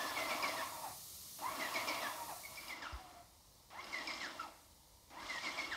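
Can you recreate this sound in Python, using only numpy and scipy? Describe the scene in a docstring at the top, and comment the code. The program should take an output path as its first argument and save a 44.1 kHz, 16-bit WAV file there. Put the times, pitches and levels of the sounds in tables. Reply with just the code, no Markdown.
"""A motor roars over a steady hiss while gears squeal: an airless paint pump in a bare garage.
It stops and starts again and again; each piston stroke makes a squeal that sags in pitch, and valves tick.
The hiss then falls away as the sound blends into a second, quieter view of the same room, where paint fizzes.
Roar, rasp, hiss and fizz are shaped noise; squeals are wavering tones; ticks are fading sine waves.
Sparse random echoes give the gears, valves and switch the ring of the garage."""
import sys
import numpy as np
from scipy import signal
from scipy.fft import rfft, irfft
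from scipy.io import wavfile
from scipy.ndimage import uniform_filter1d

SR = 44100
rng = np.random.default_rng(int(sys.argv[2]) if len(sys.argv) > 2 else 0)


def store_wav(level_fs):
    """Save 16-bit WAV to argv[1]."""
    pcm = np.round(np.clip(np.atleast_2d(level_fs), -1, 1) * 32767)
    wavfile.write(sys.argv[1], SR, pcm.T.astype(np.int16))


N = 254016  # length in samples

# Piston strokes, which make the gears squeal and the motor work harder.
# Each row: start in seconds, squeal length in seconds, first pitch in Hz, last pitch in Hz,
# settling time constant in seconds, time to the loudest point in seconds, squeal level in dB before mixing,
# drop at the end in dB, how far the octave lies below in dB, motor surge in dB before its rise and fall.
STROKES = [ (0.0, 0.13, 1785, 1720, 0.028, 0.008, -45, 7, 14, 2.5),
           (0.156, 0.11, 2365, 2045, 0.024, 0.014, -40.5, 10, 21, 3.5),
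           (0.291, 0.066, 2700, 2224, 0.015, 0.032, -40, 14, 18, 4.5),
           (0.422, 0.098, 2620, 2047, .025, .015, -38, 15, 20, 5),
           (0.563, 0.06, 2026, 1650, 0.046, .025, -47, 3, 9, 2.5),
           (0.822, 0.07, 1019, 659, 0.27, 0.026, -47.5, 5, 20, 3.5),
           (1.597, 0.081, 2180, 1906, 0.036, 0.06, -40.5, 22, 16, 3),
           (1.74, 0.1, 2550, 2095, 0.022, 0.019, -42, 11, 18, 5),
           (1.872, 0.11, 2480, 2124, 0.029, 0.024, -40.5, 14, 20, 5),
           (2.013, 0.062, 2057, 1623, .1, 0.042, -46.5, -2, 8, 3.5),
           (2.279, 0.069, 984, 609, .15, 0.023, -48.5, 6, 15, 6.5),
           (2.435, 0.046, 2290, 2142, .04, 0.021, -50.5, 10, 13, -2),
           (2.573, 0.036, 2430, 2170, 0.019, 0.015, -44, 16, 17, -0.5),
           (2.686, 0.055, 2490, 2010, 0.024, 0.026, -44, 9.5, 24, 3.5),
           (2.819, 0.061, 1920, 1280, 0.056, 0.065, -46, 10, 7.5, 4),
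           (3.926, 0.102, 2223, 1893, 0.041, 0.018, -43, 9.5, 18, 3),
           (4.074, 0.072, 2430, 2097, 0.016, 0.037, -40, 22, 22, 3),
           (4.201, 0.084, 2273, 1363, 0.35, 0.014, -45.5, 4.5, 13, 3),
           (4.393, 0.071, 1391, 1265, 0.022, 0.0098, -44, 14, 14, 3),
           (5.287, 0.11, 2192, 1870, 0.038, 0.014, -43, 10, 22, 3.5),
           (5.433, 0.067, 2338, 2040, 0.095, 0.05, -40.5, 11, 20, 4),
           (5.575, 0.053, 2470, 2143, 0.013, 0.034, -39, 21, 19, 3.5),
           (5.71, 0.046, 2100, 1303, 0.27, 0.014, -41, 7, 10, 2)]


def amp(db):
    """Turns decibels into a plain multiplier."""
    return 10 ** (np.asarray(db) / 20)


def evened(x):
    """Scales a signal to an average (rms) strength of 1."""
    return x / np.sqrt(np.mean(x ** 2) + 1e-20)


def add(mix, s, sound):
    """Adds a sound into the mix from s seconds on, cut off at the end of the mix."""
    part = mix[round(s * SR):][:len(sound)]
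    part += sound[:len(part)]


def curve(rows):
    """Start time, and columns joined by straight lines at the sample rate."""
    s, *columns = np.transpose(rows)
    t = np.arange(s[0], s[-1], 1 / SR)
    return s[0], [np.interp(t, s, c) for c in columns]


def noise(spectrum, patchy_db, band, size=1024):
    """Noise from random short-time spectra with drifting patches, scaled to about rms 1 within band (Hz)."""
    hop = size // 4
    hz = np.fft.rfftfreq(size, 1 / SR)
    real, imaginary, patches = rng.standard_normal((N // hop + 5, len(hz), 3)).T
    # Averaging neighbours in pitch and time makes the patches drift.
    patches = uniform_filter1d(patches, size=8, axis=0)
    patches = evened(uniform_filter1d(patches, size=8, axis=1))
    f, db = np.transpose(spectrum)
    shape = amp(np.interp(np.log(hz + 1), np.log(f), db, left=-99, right=-99))
    grains = (real + 1j * imaginary) * shape[:, None] * amp(patchy_db * patches)
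    x = signal.istft(grains, nperseg=size, noverlap=size - hop)[1]
    inside = (hz > band[0]) & (hz < band[1])
    return evened(x[:N]) * np.sqrt(np.sum(shape ** 2) / np.sum(shape[inside] ** 2))


def wobble(count, hz):
    """Random drift of rms 1: noise with what is faster than about hz smoothed away."""
    low_pass = signal.butter(2, hz, fs=SR)
    return evened(signal.lfilter(*low_pass, rng.standard_normal(count + SR))[SR:])


def coloured(x, bumps):
    """Raises or lowers bell-shaped bands, as resonances and dips do."""
    hz = np.fft.rfftfreq(N, 1 / SR)
    gain_db = sum(db / (1 + (2 * (hz - f) / width) ** 2) for f, width, db in bumps)
    return irfft(rfft(x) * amp(gain_db), N)


def second_view():
    """Share of the second view of the room over time."""
    # The blend between the views. Each row: time in seconds, share of the second view.
    blend = [(2.3, 0), (2.75, 0.89)]
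    return np.interp(np.arange(N) / SR, *np.transpose(blend))


def surges():
    """Extra motor effort in dB: each stroke loads the motor suddenly and lets go slowly."""
    rise_s, fall_s = 0.017, 0.074
    t, out = np.arange(SR // 4) / SR, np.zeros(N)
    for s, *_, db in STROKES:
        add(out, s, db * np.minimum(t / rise_s, 1) * np.exp(-(t / fall_s) ** 2))
    return out


def motor():
    """Noise as the roar through the housing and the rasp of brushes and bearings, rising and falling each run."""
    # One table a motor run, giving its level between strokes.
    # Each row: time in seconds, roar level in dB, level in dB of the rasp above the roar's pitch.
    run_levels = [
        [(0.0, -47, -52), (0.3, -44.5, -52), (0.62, -47, -54), (0.71, -51.5, -62), (0.81, -55.5, -65),
         (0.9, -56.5, -79), (1.06, -82, -95)],
        [(1.386, -55.5, -64), (1.47, -49.5, -59), (1.6, -46, -53.5), (2.0, -46, -52), (2.2, -52, -63.5),
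         (2.3, -56, -75), (2.42, -63, -91)],
        [(2.42, -62, -68), (2.66, -57.5, -58), (2.93, -56.5, -62.5), (3.04, -63, -68), (3.18, -64.5, -72),
         (3.3, -76, -87), (3.4, -88, -88)],
        [(3.703, -63, -65), (3.73, -57, -67), (3.82, -55, -59), (4.0, -52.5, -54.5), (4.25, -53, -54.5),
         (4.43, -57.5, -62.5), (4.56, -65.5, -76), (4.74, -82, -80)],
        [(5.104, -60.5, -70), (5.24, -52.5, -55), (5.29, -53.5, -54), (5.55, -51.5, -52), (5.76, -53.5, -56)],
    ]
    # Colour of the roar in each view. Each row: pitch in Hz, relative strength in dB per Hz.
    roar_near, roar_far = [(71, -46), (120, -22), (188, -24), (292, -3), (408, -12), (577, -5), (639, 1.5),
                           (766, -5), (860, -10), (917, -0.5), (1110, -1), (1480, -11), (1960, -10.5),
                           (2140, -13.5), (2600, -8), (3380, -35), (5720, -120)], [(71, -67.5), (120, -39), (188, -14), (315, -4.5), (345, -3.5),
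                                              (392, -15), (527, -8.5), (665, -4.5), (766, -11.5),
                                              (978, -3.5), (1350, -8), (1570, -9.5), (1860, -12.5),
                                              (2090, -9), (2600, -15.5), (3380, -56), (5720, -120)]
    # Colour of the rasp. Each row: pitch in Hz, relative strength in dB per Hz.
    rasp_colour = [(1410, -29), (2400, 0.5), (2590, -40), (2740, 2), (2940, -7), (3160, 2), (3780, -5.5),
                   (5150, -7), (6090, -11), (8210, -17), (10000, -41), (13000, -57), (22000, -120)]
    # Housing panels that sing. Each row: pitch in Hz, width in Hz, boost in dB.
    panels = [(308, 23, 2), (631, 11, 4.5), (822, 6.9, 10.5), (945, 18, 1.5), (1130, 12, 7), (1090, 20, 1),
              (1337, 13, 9), (2770, 21, 8), (3330, 29, 7), (4060, 17, 8.5), (5430, 38, 10.5), (6600, 68, 0)]
    rasp_surge = 1.48  # the rasp surges by this many times the roar's dB

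    share, surge_db = second_view(), surges()
    near = np.sqrt(1 - share) * noise(roar_near, 1.8, (200, 1250))
    far = np.sqrt(share) * noise(roar_far, 1.9, (200, 1250))
    roar = coloured(near + far, panels) * amp(surge_db)
    rasp = coloured(noise(rasp_colour, 2.25, (2700, 5000), size=256), panels)
    rasp = rasp * amp(0.52 * wobble(N, hz=120) + rasp_surge * surge_db)
    out = np.zeros(N)
    for rows in run_levels:
        s, (roar_db, rasp_db) = curve(rows)
        span = np.minimum(round(s * SR) + np.arange(len(roar_db)), N - 1)
        add(out, s, amp(roar_db) * roar[span] + amp(rasp_db) * rasp[span])
    return out


def air():
    """Hiss and rumble of the room as shaped noise; the second view comes in as the first fades."""
    # Colour of the air in each view. Each row: pitch in Hz, relative strength in dB per Hz.
    air_near, air_far = [(15, -36), (25, -16), (91, -1), (216, -8.5), (254, -15), (351, -10), (472, -13),
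                         (652, -14.5), (901, -16), (1180, -11.5), (1500, -20), (1920, -18.5), (4080, -7.5),
                         (12000, -8), (15700, -12.5)], [(15, -35), (25, -15.5), (53, -4.5), (194, -16.5), (216, -20),
                                           (254, -16), (413, -22.5), (485, -16), (767, -23), (901, -17.5),
                                           (1550, -30.5), (3560, -25), (4300, -23), (11100, -28.5),
                                           (15700, -31.5)]
    # Loudness of the first view. Each row: time in seconds, treble level in dB.
    near_level = [(0.0, -56), (2.36, -56.5), (2.71, -62), (2.78, -76)]
    far_db = -72  # treble level of the second view, before its share
    t, treble = np.arange(N) / SR, (9500, 15000)
    near_db = np.interp(t, *np.transpose(near_level), right=-120)
    near = amp(near_db) * noise(air_near, 1.0, treble, size=2048)
    return near + second_view() * amp(far_db) * noise(air_far, 1.1, treble, size=2048)


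def settling(t, first_hz, last_hz, settle_s):
    """Pitch moves quickly at first, then comes to rest on its last value."""
    left = np.exp(-t / settle_s)
    return last_hz + (first_hz - last_hz) * (left - left[-1]) / (1 - left[-1])


def swelling(t, swell_s, start_db, end_db):
    """Level in dB: up to the loudest point, then down, with most of the drop coming early."""
    top = min(swell_s, .9 * t[-1])
    bend = top + 0.34 * (t[-1] - top)  # 34% of the fade time takes 64% of the drop
    return np.interp(t, [0, top, bend, t[-1]], [start_db, 0, 0.64 * end_db, end_db])


def squeal(hz, db, octave_db):
    """Gear teeth in contact: a tone and its octave start suddenly, waver, and are smeared by grit."""
    grit_share = .34  # part of the squeal smeared into a band by uneven tooth contact
    count = len(hz)
    turns = np.cumsum(hz * (1 + 0.0067 * wobble(count, hz=89))) / SR
    grit = (wobble(count, hz=152) + 1j * wobble(count, hz=151)) / np.sqrt(2)
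    steady = evened(amp(3.3 * wobble(count, hz=48.5)))
    carrier = np.sqrt(1 - grit_share ** 2) * steady + grit_share * grit
    tone = amp(db) * np.exp(2j * np.pi * turns)
    tone = tone + amp(octave_db) * np.exp(4j * np.pi * turns)
    t = np.arange(count) / SR
    fade_in, fade_out = np.minimum(t / 0.0018, 1), np.minimum(t[::-1] / 0.0034, 1)
    return np.sqrt(2) * (carrier * tone).real * fade_in * fade_out


def stroke(s, length, first_hz, last_hz, settle_s, swell_s, db, fade_db, octave_db, surge_db):
    """The load bites: the pitch of the meshing teeth sags and the squeal swells, then fades."""
    t = np.arange(0, length, 1 / SR)
    level_db = db + swelling(t, swell_s, -8.5, -fade_db)  # starts 8.5 dB below its loudest point
    return s, squeal(settling(t, first_hz, last_hz, settle_s), level_db, level_db - octave_db)


def valves():
    """Each tick rings the steel valve body: several sine waves die away together."""
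    # Valve ticks. Each row: time in seconds, level in dB before the ringing tones and mixing.
    tick_rows = [(0.157, -46), (0.2016, -37), (0.2937, -35), (0.3416, -44), (0.4255, -29), (0.4788, -34),
                 (0.581, -47), (1.74, -32), (1.8716, -32), (2.0316, -38), (2.556, -40), (2.6087, -42),
                 (2.6805, -35), (2.822, -40), (2.9266, -44), (3.8413, -36.5), (3.9285, -37),
                 (3.9828, -34.5), (4.0725, -29), (4.1034, -34.5), (4.135, -34), (4.2063, -44),
                 (4.2448, -40), (4.405, -42), (5.2964, -39), (5.3587, -37), (5.4304, -36.5), (5.576, -37),
                 (5.5976, -43), (5.7299, -36)]
    # Tones of the valve body. Each row: pitch in Hz before detuning, relative level in dB,
    # time to fade by 60 dB in seconds.
    body_tones = [(5204, -9, 0.032), (5480, -17, .02), (3900, -16.5, 0.021), (6780, -19, 0.023),
                  (2800, -9.5, 0.024), (4920, -9.5, 0.025), (8200, -19, 0.011)]
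    t, out = np.arange(3000) / SR, np.zeros(N)
    detune = rng.uniform(0.96, 1.02, (len(tick_rows), len(body_tones)))
    for (s, db), tune in zip(tick_rows, detune):
        ring = np.zeros(len(t))
        for (hz, level_db, t60), k in zip(body_tones, tune):
            ring += amp(level_db - 60 * t / t60) * np.sin(2 * np.pi * hz * k * t)
        add(out, s, amp(db) * np.minimum(t / 0.0024, 1) * ring)
    return out


def whine(s, length, first_hz, last_hz, settle_s, swell_s, db, octave_db):
    """Gears glide in pitch without load as the motor gathers or loses speed."""
    t = np.arange(0, length, 1 / SR)
    level_db = db + swelling(t, swell_s, -8.5, -7)  # start and end against the loudest point
    hz = settling(t, first_hz, last_hz, settle_s)
    # The octave carries best at 2250 Hz and loses 19.8 dB for each 1000 Hz away from it.
    octave_loss_db = 0.0198 * abs(2 * hz - 2250)
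    return s, squeal(hz, level_db, level_db - octave_db - octave_loss_db)


def switch():
    """A dry clack of fading noise as the pressure switch starts the motor and the gears take up slack."""
    # Motor starts. Each row: time in seconds, clack level in dB before a 9.5 dB cut and mixing.
    clacks = [(1.389, -48.5), (3.704, -52), (5.102, -52)]
    t, out = np.arange(1500) / SR, np.zeros(N)
    band = signal.butter(2, [400, 4500], "bandpass", fs=SR)
    for (s, db), grain in zip(clacks, rng.standard_normal((len(clacks), len(t)))):
        fade = amp(db - 9.5 - 60 * t / 0.068)
        add(out, s, fade * evened(signal.lfilter(*band, grain)))
    return out


def spray():
    """Fine fizz of high noise as paint leaves the tip while the trigger is held."""
    # Colour of the fizz. Each row: pitch in Hz, relative strength in dB per Hz.
    fizz_colour = [(4500, -30), (6000, -8.5), (8000, -6), (11000, -10), (13000, -11), (15700, -36)]
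    # Loudness of the fizz. Each row: time in seconds, level in dB.
    fizz_level = [(2.9, -95), (2.95, -72), (3.3, -76), (3.82, -102), (3.845, -68.5), (4.62, -71),
                  (5.16, -95), (5.2, -70), (5.6, -65), (5.76, -72)]
    db = np.interp(np.arange(N) / SR, *np.transpose(fizz_level), left=-120)
    return amp(db) * noise(fizz_colour, 1.4, (4500, 15700), size=512)


def thump():
    """A bump at the microphone: a low push of about three cycles that sinks in pitch."""
    # One row: time in seconds, peak level in dB, first pitch in Hz, pitch it sinks towards in Hz,
    # length in seconds.
    bump = (2.9245, -40, 90, 50, .052)
    s, db, first_hz, last_hz, length = bump
    u, out = np.arange(0, length, 1 / SR) / length, np.zeros(N)  # u runs from 0 to 1
    hz = last_hz + (first_hz - last_hz) * np.exp(-u / .3)
    push = np.sin(2 * np.pi * np.cumsum(hz) / SR)
    add(out, s, -amp(db) * push * np.sin(np.pi * u ** .65))
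    return out


def garage(x):
    """Echoes off bare walls: sparse taps of random sign, each band dying at its own speed."""
    # How long the room rings. Each row: pitch in Hz, time to fade by 60 dB in seconds.
    ring_times = [(250, 1), (1000, 0.27), (2200, 0.47), (4000, 0.99), (8000, 0.18)]
    taps = np.zeros(SR // 2)
    at = np.arange(200, SR // 2 - 20, 20)
    taps[at + rng.integers(0, 20, len(at))] = rng.choice([-1., 1.], len(at))
    hz, t, z = signal.stft(taps, SR, nperseg=256)
    f, t60 = np.transpose(ring_times)
    fade = amp(-60 * t / np.interp(hz, f, t60)[:, None])
    tail = signal.istft(z * fade, SR, nperseg=256)[1]
    return signal.fftconvolve(x, tail / np.linalg.norm(tail))[:N]


def scene():
    """Mixes the pump, its echoes and the room into two equal channels."""
    # Gear whines. Each row: start in seconds, length in seconds, first pitch in Hz, last pitch in Hz,
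    # settling time constant in seconds, time to the loudest point in seconds, level in dB before mixing,
    # how far the octave lies below in dB before its further loss.
    whine_rows = [(0.61, 0.072, 1226, 1060, 0.015, 0.014, -44.5, 10),
                  (0.715, 0.089, 991, 910, .06, 0.044, -50.5, 15),
                  (1.419, 0.11, 748, 1148, 0.049, 0.058, -41.5, 10.5),
                  (2.061, 0.069, 1277, 980, 0.026, 0.012, -46, 10),
                  (2.162, 0.085, 972, 927, .06, 0.068, -51, 15),
                  (2.962, .27, 802, 690, 0.093, 0.042, -59.5, 12),
                  (3.721, 0.1, 651, 1170, .15, 0.11, -53.5, -2.5),
                  (4.428, 0.074, 1016, 613, 0.11, 0.014, -55.5, 10),
                  (5.118, 0.096, 559, 1090, .07, 0.076, -56.5, 0),
                  (5.208, 0.043, 1580, 1720, .05, .025, -55, 15)]
    gears = np.zeros((3, N))  # three groups, so that echoes differ a little from stroke to stroke
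    gear_sounds = [stroke(*row) for row in STROKES] + [whine(*row) for row in whine_rows]
    for k, sound in enumerate(gear_sounds):
        add(gears[k % 3], *sound)
    gears[0] += valves() + switch()
    echoes = amp(-3.5) * sum(garage(g) for g in gears)
    mix = amp(2.5) * gears.sum(0) + echoes + motor() + air() + spray() + thump()
    return np.array([mix, mix])


def record(dry):
    """One microphone on both channels: its colour and bass cut, then a limit on the treble."""
    # Dips carved by the body around the microphone and the bounce off the floor.
    # Each row: pitch in Hz, width in Hz, change in dB.
    dips = [(440, 238, -4.5), (1548, 160, -5), (2603, 440, -6), (3290, 310, -4.5), (7610, 470, -3.5),
            (10280, 370, -3.5), (14000, 500, -0.5)]
    bass_cut = signal.butter(3, 36, "highpass", fs=SR, output="sos")
    heard = signal.sosfilt(bass_cut, coloured(dry, dips))
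    treble_limit = signal.firwin(511, 15750, window=("kaiser", 9), fs=SR)  # edge at 15750 Hz
    return signal.oaconvolve(heard, treble_limit[None], "same")


dry = scene()
out = record(dry)
store_wav(out)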